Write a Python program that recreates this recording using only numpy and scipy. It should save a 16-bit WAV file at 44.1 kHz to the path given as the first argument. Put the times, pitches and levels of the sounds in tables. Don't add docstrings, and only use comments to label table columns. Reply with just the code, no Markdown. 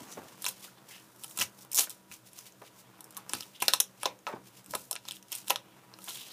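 import sys
import numpy as np
from scipy import signal
from scipy.fft import rfft, irfft
from scipy.io import wavfile
from scipy.ndimage import uniform_filter1d

SR = 44100
rng = np.random.default_rng(int(sys.argv[2]) if len(sys.argv) > 2 else 0)


def wav_record(signal):
    frames = np.transpose(np.atleast_2d(signal))
    bounded = np.clip(frames, -1, 1)
    quanta = np.round(bounded * 32767).astype(np.int16)
    wavfile.write(sys.argv[1], SR, quanta)


def field_ratio(decibels):
    return 10 ** (np.asarray(decibels, dtype=float) / 20)


N = 278712
FADE_DB = 20.0


def evened(x):
    return x / np.sqrt(np.mean(x ** 2) + 1e-20)


def unit(x):
    return x / np.linalg.norm(x)


def read(points, hz):
    f, value = np.transpose(points)
    return np.interp(np.log(hz + 1), np.log(f + 1), value)


def add(mix, s, sound):
    part = mix[max(round(s * SR), 0):][:len(sound)]
    part += sound[:len(part)]


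def coloured(x, points):
    gain = field_ratio(read(points, np.fft.rfftfreq(len(x), 1 / SR)))
    return evened(irfft(rfft(x) * gain, len(x)))


def causal(x, points):
    log_gain = np.log(field_ratio(read(points, abs(np.fft.fftfreq(4096, 1 / SR)))))
    response = np.fft.ifft(np.exp(np.conj(signal.hilbert(log_gain)))).real[:2048]
    return signal.oaconvolve(x, response)[:N]


def band(x, lo_hz, hi_hz):
    edges_hz = [lo_hz, min(hi_hz, SR / 2 - 99)]
    return signal.sosfilt(signal.butter(2, edges_hz, "band", fs=SR, output="sos"), x)


def ring(hz, db, t60, size):
    t = np.arange(size) / SR
    return field_ratio(db - 60 * t / t60) * np.sin(2 * np.pi * hz * t)


def crackle(per_s, spread_db):
    size = field_ratio(spread_db * np.minimum(rng.exponential(1, N), 4))
    breaks = rng.random(N) < per_s / SR
    return size * breaks * rng.standard_normal(N)


def background():
    # frequency in Hz, level in dB per Hz
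    air = [(18, -63.5), (30, -75), (184, -2.5), (632, -4.5), (1010, -11.5), (1430, -8), (1630, -10.5),
           (2120, -15.5), (3870, -14), (4420, -18), (14400, -20), (16000, -19.5)]
    # frequency in Hz, width in Hz, level in dB
    fan = [
        (124, 17.6, -69),
        (191.3, 12, -68.5),
        (321.5, 4.8, -73.5),
        (967, 23, -75),
    ]
    hz = np.fft.rfftfreq(N, 1 / SR)
    tones = []
    for f, width_hz, db in fan:
        fuzzy = rfft(rng.standard_normal(N)) / (1 + (2 * (hz - f) / width_hz) ** 2)
        tones.append(field_ratio(db) * evened(irfft(fuzzy, N)))
    rumble = band(rng.standard_normal(N), 7.6, 43)
    return field_ratio(-63) * coloured(rng.standard_normal(N), air) + sum(tones) + field_ratio(-68.0) * evened(rumble)


def strokes():
    # firmest grip in seconds, level in dB, rise in seconds,
    # fall in seconds, brightness in dB
    rubs = [(0.03, -50.5, .4, 0.18, -9), (0.123, -44, 0.074, 0.061, -4.5), (0.29, -51.5, 0.54, 0.28, -8),
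            (0.652, -43.5, 0.16, 0.086, -5), (0.902, -45, 0.044, 0.21, -4),
            (0.94, -48.5, 0.077, 0.089, -15), (1.236, -48.5, 0.073, 0.075, 2), (1.3, -56, 0.21, 0.16, 23),
            (1.59, -55, .03, 0.091, -15), (1.63, -49.5, 0.13, 0.016, 3.5), (3.56, -50, 0.043, 0.043, -12),
            (2.275, -51, 0.044, 0.049, -3), (2.385, -44, 0.07, 0.11, -4), (2.468, -42.5, 0.03, 0.041, -7),
            (2.6, -63, 0.072, .08, 9), (2.673, -50, 0.077, 0.035, -10.5), (2.8, -49, 0.087, 0.038, -2.5),
            (2.99, -66, 1.2, .03, -22), (3.194, -54, 0.17, 0.089, -15), (4.484, -48.5, 0.062, 0.015, -6),
            (4.591, -47.5, 0.11, 0.033, -6), (5.161, -46, 0.06, 0.04, 0), (5.8, -70.5, 2.1, 0.47, -29)]
    # hardest pull in seconds, level in dB, rise in seconds,
    # fall in seconds, brightness in dB
    pulls = [(0.43, -42.5, 0.05, 0.2, -9), (1.418, -27, 0.051, 0.045, -2.5), (1.76, -40, 0.025, .06, -4),
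             (1.793, -17, 0.028, 0.045, 0), (1.835, -40, 0.082, 0.019, -13.5),
             (1.905, -46.5, 0.027, 0.091, -2), (0.485, -36.5, 0.082, 0.05, 1), (3.604, -45, .006, .08, -8),
             (2.132, -42, 0.045, 0.06, -4), (3.33, -39.5, 0.044, 0.21, -5.5),
             (3.619, -39.5, 0.016, 0.26, -7), (4.032, -40.5, 0.053, 0.096, -8),
             (4.27, -44, 0.0061, 0.097, -12), (4.716, -46, 0.055, 0.26, 3.5),
             (5.085, -43, 0.052, 0.051, -11), (5.33, -35, 0.025, 0.097, -11.5),
             (5.379, -40.5, 0.09, 0.067, 2), (5.5, -38.5, 0.042, 0.03, 4),
             (6.085, -39.5, 0.093, 0.33, -1.5), (6.199, -43, 0.13, 0.2, -7), (6.32, -51.5, 0.45, .5, -7)]
    t = np.arange(0, N + 64, 64)[:, None] / SR
    s, db, rise, fall, bright_db = np.transpose(rubs + pulls)
    fade = FADE_DB * np.maximum((s - t) / rise, (t - s) / fall)
    power = field_ratio(db - fade) ** 2 + 1e-30
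    total = power.sum(1)
    brightness = power @ bright_db / total
    return [np.interp(np.arange(N) / SR, t[:, 0], v) for v in (np.sqrt(total), brightness)]


def rubbing():
    # frequency in Hz, level in dB per Hz
    paper_colour = [(300, -24.5), (900, -14), (1500, -17.5), (2200, -12.5), (3000, -9), (4000, -5.5),
                    (6700, -4.5), (9000, -5), (14700, -7.5), (16000, 1)]
    level, bright_db = strokes()
    bright = field_ratio(bright_db / 2)
    grip = field_ratio(2.4 * evened(uniform_filter1d(rng.standard_normal(N), 300)))
    paper = coloured(crackle(per_s=13000, spread_db=2.0) * grip, paper_colour)
    dull = signal.sosfiltfilt(signal.butter(2, 4300, fs=SR, output="sos"), paper)
    cup = field_ratio(-10.5) * band(paper, 1840, 3400) / bright ** 2
    return level * (dull / bright + (paper - dull) * bright + cup)


def board():
    # time in seconds, level in dB
    scrape = [(0.0, -54), (0.09, -49.5), (0.46, -59), (1.69, -60.5), (1.92, -76), (2.36, -71), (3.1, -57),
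              (3.4, -55.5), (3.57, -67), (4.1, -64), (4.28, -68), (4.72, -62), (5.14, -83), (5.44, -61),
              (6.32, -59)]
    # frequency in Hz, level in dB per Hz
    bench_colour = [(60, -43), (130, -8.5), (300, -10.5), (600, -15), (1000, -10), (1800, -19),
                    (4000, -31.5)]
    # start in seconds, peak in dB, pitch in Hz, t60 in seconds
    knocks = [(0.009, -43, 175, 0.036), (0.173, -33, 463, 0.1), (0.189, -45.5, 553, 0.53),
              (1.872, -37.5, 970, 0.024), (2.617, -41, 626, 0.075), (3.335, -37.5, 950, 0.094),
              (4.29, -33, 640, 0.18), (4.327, -35.5, 844, 0.054), (4.337, -29.5, 265, 0.037),
              (4.36, -39, 560, 0.1), (6.076, -39, 840, 0.088)]
    # start in seconds, peak in dB, pitch in Hz, t60 in seconds
    thumps = [
        (1.386, -41, 124, 0.21),
        (3.334, -39.5, 190, 0.12),
        (4.678, -50, 120, 0.15),
        (4.743, -46.5, 135, 0.21),
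        (0.174, -42, 160, .15),
        (3.622, -44, 180, .12),
        (2.1, -52.5, 110, 0.11),
    ]
    s, db = np.transpose(scrape)
    scrape_level = field_ratio(np.interp(np.arange(N) / SR, s, db) - 4)
    out = scrape_level * coloured(crackle(per_s=770, spread_db=1.5), bench_colour)
    t = np.arange(6000) / SR
    blows = knocks + thumps
    chance = rng.standard_normal((len(blows), 6000))
    for (s, db, hz, t60), noise in zip(blows, chance):
        thud = band(noise * field_ratio(-60 * t / t60), hz * 0.46, hz * 1.89)
        add(out, s, field_ratio(db) * thud / abs(thud).max())
    return out


def releases():
    # start in seconds, energy in dB,
    # ring of the free strip in Hz, share into the board in dB, brightness in dB
    tape_snaps = [(3.2944, -14, 8500, -3, 3), (3.3348, -5, 9200, 3.5, -19), (3.4076, -14, 4750, -0.5, -1),
                  (3.6027, -18, 3120, -12, 4), (3.6218, 0, 4140, 14, 7), (3.6245, 1, 2570, 10.5, 0),
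                  (3.682, 7.5, 4150, 2, -2), (3.7358, 3.5, 3840, 5.5, -16), (3.7376, 2.5, 3920, 11.5, 26),
                  (3.802, 7.5, 4160, -1.5, 10), (3.805, -0.5, 5712, -11, -4.5),
                  (4.0325, -9, 10200, 11.5, -23), (4.0565, -3.5, 3550, 16, -22),
                  (4.0584, -8.5, 5470, 10, -3), (4.268, -10, 2350, 15, -38), (4.275, -12.5, 1730, 20, -33),
                  (4.7373, -11.5, 2130, 19.5, -27), (4.7505, -6.5, 1980, 8, -5),
                  (4.753, -4.5, 10400, 11.5, 1), (4.9118, -3, 8800, 4.5, 7.5), (5.4975, -16, 3680, -3, -3),
                  (5.4997, -6, 5900, 8, -2), (5.5046, 5.5, 2810, 13, 2.5), (5.5071, -8, 4150, 7, -29),
                  (5.5591, -8, 3530, 5, -6.5),
                  (1.2438, -13.5, 9287, 2, -1), (3.007, -20, 11500, 7, 5), (3.043, -23.5, 11410, 2, 21),
             (3.107, -25, 10380, 11, 20), (3.2967, -19.5, 4830, 7, -19), (3.3509, -17.5, 11100, 0, -25),
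             (3.4247, -22.5, 3520, 4, -0.5), (3.4317, -22.5, 3400, -10, 0), (3.731, -16, 10340, -10, 5),
             (4.062, -10, 2470, -9, -13), (4.7095, -18.5, 9430, 4, 9.5), (4.918, -22, 9600, -2, -3),
             (4.929, -11, 5500, 6, 4.5), (4.9551, -16.5, 9500, 7, -9), (4.963, -14.5, 2330, -1, -40),
             (5.053, -26, 4750, 13, -3), (5.086, -14, 3480, -1, -5), (5.1102, -13, 3200, -6, -3),
             (5.1204, -18, 8050, -23, -5), (5.4821, -11, 8700, -1, 1), (5.939, -26.5, 4330, 4, -26),
             (5.988, -24, 2700, 13, 0), (6.0421, -19.5, 10600, -11, 5)]
    # start in seconds, energy in dB, ring in Hz, board share
    # in dB
    small_gives = [(0.0055, -26, 6100, 20), (0.02, -36, 5500, -3), (0.032, -32, 5990, -3),
                   (0.125, -28, 4100, -5), (5.445, -33, 9000, -10), (0.647, -24.5, 3480, 13),
                   (1.237, -15.5, 9000, -14), (1.28, -30, 9350, -7), (1.311, -24, 7970, 1),
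                   (1.615, -32, 5630, 8), (1.649, -27.5, 13780, 12), (2.3323, -28.5, 9800, -2),
                   (2.389, -20.5, 6000, 5), (2.6196, -25.5, 2450, 21), (4.1903, -36, 6450, -4),
                   (4.6444, -30, 7750, -8), (4.6615, -24.5, 8660, -8), (5.1676, -25.5, 3300, -18),
                   (5.227, -28.5, 6100, -7), (5.2842, -32, 5430, -9), (6.0194, -29, 4050, -2),
                   (1.162, -35, 13300, -5), (1.5893, -31, 5530, 3), (2.523, -35, 6000, -4),
                   (2.982, -41, 11000, 8), (3.125, -31, 8000, 12), (3.147, -31, 6940, -3)]
    # start in seconds, energy in dB, ring in Hz,
    # brightness in dB
    glue_slips = [(0.4214, -12.5, 8360, 7), (0.4247, -19, 10850, 0), (0.4433, -8.5, 8440, -5.5),
                  (0.445, -14, 3960, -4), (0.4533, -8, 4130, -2.5), (0.4642, -1, 2560, -4.5),
                  (0.4661, -8.5, 6340, -12), (0.4717, -13, 4930, 0), (0.4823, -14.5, 6370, -13),
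                  (0.4862, -6, 9990, 2), (0.4899, -7.5, 13950, 1), (0.496, -20, 9390, 0),
                  (1.3736, -8, 8000, 1.5), (1.3764, -12, 10770, -8), (1.3873, -15, 10160, 1),
                  (1.3888, -6, 7150, -4.5), (1.3898, -15, 3880, -8), (1.3966, -7, 5830, -3),
                  (1.4019, -6, 12500, -9), (1.4098, -11, 2900, -11), (1.4133, -2, 2760, -4.5),
                  (1.4151, -9, 2580, 7.5), (1.417, -4, 2780, -5), (1.4201, -5.5, 2900, -13),
                  (1.4251, -6, 5250, -8), (2.115, -20, 2500, -7), (2.1212, -22, 2440, -5),
                  (2.1402, -23.5, 6230, -4), (2.1453, -32, 5860, 1), (3.1684, -12.5, 12800, -2),
                  (3.173, -14.5, 11600, 17), (3.1748, -17, 11460, 1), (5.3164, -28, 8960, -1),
                  (5.3193, -7, 8350, 4.5), (5.3244, -10.5, 3050, -1.5), (5.3276, -9.5, 5830, 4),
                  (5.3309, -22, 2860, -7), (5.3407, -25, 2840, -6), (5.345, -21, 5860, 7),
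                  (5.3518, -8, 8700, 6), (5.3535, -13, 8700, 12), (5.3611, -16, 8700, 1),
                  (5.375, -28, 8100, 2), (5.4731, -25, 8700, -3), (5.4776, -22, 3880, -6),
                  (1.7147, -30, 3010, -6), (1.7172, -10.5, 8790, 12), (1.7259, -19, 5940, 4),
                  (1.7307, -17, 13700, 8), (1.732, -6.5, 9100, 12), (1.746, -0.5, 13400, 8.5),
                  (1.752, -11, 9470, 10), (1.754, -3, 11800, 13), (1.7577, -7, 9600, 11),
                  (1.76, -2, 10160, 16), (1.7667, -5, 13260, 7), (1.7711, -2, 6460, 5),
                  (1.7776, 1, 6500, 1), (1.7832, -3, 6720, 7), (1.7871, 1, 6550, -6), (1.7897, 4, 6770, 4),
                  (1.7943, 4.5, 6800, -0.5), (1.8054, -6, 11110, 0), (1.8086, -2, 10160, -2),
                  (1.813, -10, 8100, 11), (1.8153, -5.5, 9910, -1), (1.8213, -9, 11890, 9),
                  (1.8247, -10, 13520, 0), (1.8347, -11, 11630, -2), (1.8378, -17, 13780, -5),
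                  (1.841, -12, 13780, -2), (1.843, -16, 13870, 4), (1.8456, -16, 13180, 6),
                  (1.896, -13, 8610, 10), (1.899, -25, 8790, 0), (1.9037, -14.5, 8100, 3),
                  (1.9064, -22, 4770, -2), (1.9127, -21, 8790, -5), (6.083, -17.5, 3240, -16),
                  (6.0895, -22, 3360, -4), (6.0937, -17, 4070, -2), (6.101, -19, 10080, 4),
                  (6.107, -18.5, 3550, -10), (6.1116, -24, 3700, -3), (6.1187, -26, 3880, 0),
                  (6.136, -27, 6720, 0), (6.1453, -27, 3700, -3), (6.1549, -29, 3450, 0),
                  (6.1571, -18, 3790, -1), (6.16, -23, 3620, -3)]
    ticks = [(s, db, hz, board_db, 2 + 0.5 * np.log2(hz / 5000)) for s, db, hz, board_db in small_gives]
    slips = [(s, db - 2.5, hz, -1.5 - 0.31 * bright_db, bright_db + 2)
             for s, db, hz, bright_db in glue_slips]
    return tape_snaps + ticks + slips


def snaps():
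    # frequency in Hz, level in dB, t60 in seconds
    board_modes = [(571, 4, 0.03), (710, 1.5, 0.013), (837, 3, 0.055), (990, 14, 0.021), (1273, 7, 0.03),
                   (1650, 2.5, 0.022)]
    size = 3000
    near, spread, t = np.zeros(N), np.zeros(N), np.arange(size) / SR
    rows = releases()
    chance = rng.standard_normal((len(rows), size + 2 * len(board_modes)))
    lead_s = 0.0003
    pop = np.arange(size) == round(lead_s * SR)
    rise = np.minimum(t / 0.0002, 1)
    for (s, db, hz, board_db, bright_db), z in zip(rows, chance):
        release = z[:size] * np.exp(-t / 0.0005) * rise + 1.3 * pop
        width = field_ratio(0.5 * np.clip(board_db, -20, 3))
        threads = width * z[size - 1::-1] * np.exp(-t / 0.0024) * rise
        burst = release + 1.4 * pop + 0.22 * threads

        strip = unit(band(release + 5 * pop, hz * 0.87, hz * 1.156))
        edge_hz = 7500 * field_ratio(0.13 * min(bright_db, 0))
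        low_hz = 1900 * field_ratio(0.5 * np.clip(bright_db, -8, 14))
        crack = unit(band(band(burst, low_hz, edge_hz), low_hz * 0.88, 13000.0))
        spit = field_ratio(bright_db + 1.5) * unit(band(release + 0.8 * pop + 0.8 * threads, 7000, 17000))

        modes = sum(ring(f * (1 + 0.016 * detune), d + 2 * favour, t60, size)
                    for (f, d, t60), (detune, favour) in zip(board_modes, z[size:].reshape(-1, 2)))
        shaken = unit(band(signal.fftconvolve(burst, modes)[:size], 395, 2240))
        wood = field_ratio(board_db - 14.0) * shaken

        gain = field_ratio(db) / np.sqrt(1.5 + spit @ spit) / np.hypot(1, field_ratio(board_db - 14.5))
        add(near, s - lead_s, gain * (field_ratio(1.0) * strip + crack + spit + 1.5 * wood))
        add(spread, s - lead_s, gain * (field_ratio(-3) * strip + crack + spit + 1.52 * wood))
    return near, spread


def folds():
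    # loudest moment in seconds, level in dB, rise in seconds, fall in seconds,
    # pitch in Hz
    sung_folds = [(0.13, -50, 0.066, .02, 6500), (0.68, -58, .02, 0.024, 1540),
                  (0.91, -53.5, 0.031, 0.096, 2050), (0.97, -60, 0.065, 0.062, 2900),
                  (1.416, -35, 0.015, .025, 2160), (1.725, -53, .012, 0.033, 2550),
                  (3.175, -45, 0.016, .03, 1090), (4.05, -45, .01, .01, 3900),
                  (4.075, -48, .01, 0.058, 2200), (4.035, -46, .002, 0.019, 620),
                  (4.059, -30, .002, 0.021, 623), (4.062, -37, 0.0036, 0.046, 825),
                  (4.914, -43.5, 0.0024, 0.02, 660), (4.739, -31, 0.0056, 0.015, 623),
                  (3.627, -33, 0.0035, 0.021, 2500), (3.56, -50.5, .025, 0.034, 3260),
                  (0.928, -55, .04, 0.082, 2700), (3.34, -40, .004, 0.035, 4600),
                  (3.61, -43, .008, 0.025, 3300), (4.28, -39, .008, 0.037, 970),
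                  (5.13, -54, .03, .06, 3200), (2.62, -48.5, .003, 0.036, 590),
                  (3.686, -32.5, 0.0035, 0.023, 1470), (1.795, -42, 0.021, 0.0098, 970),
                  (0.78, -63, 0.082, 0.059, 3800), (0.65, -56, 0.043, .03, 3500),
                  (5.51, -41.5, .006, 0.028, 1940), (5.749, -71, 0.27, .3, 2600),
                  (6.19, -47.5, 0.074, 0.16, 3350), (6.31, -52, 0.05, .1, 4100)]
    half = SR // 2
    out, t = np.zeros(N), np.arange(-half, half) / SR
    grain = np.pad(crackle(per_s=4300, spread_db=3.5), half, "reflect")
    for s, db, rise, fall, hz in sung_folds:
        at = round(s * SR)
        sung = evened(band(grain[at:at + SR], hz * 0.83, hz * 1.16))
        swell = field_ratio(db - FADE_DB * np.maximum(-t / rise, t / fall))
        sound = swell * sung[:len(t)]
        add(out, s - 0.5, sound[max(half - at, 0):])
    return out


def shop(x):
    # frequency in Hz, t60 in seconds
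    decay = [(200, 0.44), (800, 0.15), (2500, 0.15), (6000, 0.14), (14000, 0.1)]
    out, phase = np.zeros(N), np.arange(N) / SR * 2 * np.pi * 7
    for k in range(3):
        hz, t, z = signal.stft(rng.standard_normal(SR // 2), SR, nperseg=128)
        dying = z * field_ratio(-60 * t / read(decay, hz)[:, None])
        tail = signal.istft(dying, SR, nperseg=128)[1]
        tail = unit(tail * np.minimum(np.arange(len(tail)) / SR / 0.00086, 1))
        turning = np.sqrt(2 / 3) * np.cos(phase + k * np.pi / 3)
        out += signal.fftconvolve(x * turning, tail)[:N]
    return field_ratio(-8.5) * out


def scene():
    # frequency in Hz, gain in dB
    shadow = [(1500, -0.5), (2100, -9), (2700, 1), (4300, 2), (4720, -11), (5050, 2), (11000, 0.5),
              (14500, -4.5)]
    near, spread = snaps()
    near = causal(near, shadow)
    hands = rubbing() + folds() + board()
    bench = field_ratio(-11.5) * np.roll(near, round(0.003 * SR))
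    room = shop(causal(spread, shadow) + hands)
    return (near + bench + hands + room + background())[None]


def band_limit(x):
    return signal.sosfilt(signal.butter(12, 16610, fs=SR, output="sos"), x)


def record(dry):
    # frequency in Hz, gain in dB
    body = [(1500, 0), (2050, 0.5), (2600, -0.5), (4300, -1), (4750, 0), (5200, 1)]
    x = 0.68 * np.tanh(dry / 0.68)
    x = irfft(rfft(x) * field_ratio(read(body, np.fft.rfftfreq(N, 1 / SR))), N)
    x = signal.sosfilt(signal.butter(3, 95.0, "high", fs=SR, output="sos"), x)
    edge = signal.firwin(255, 15300, window=("kaiser", 6), fs=SR)
    low = signal.oaconvolve(x, edge[None], "same")
    return band_limit(low + field_ratio(-47.5) * (x - low))


dry = scene()
out = record(dry)
wav_record(out)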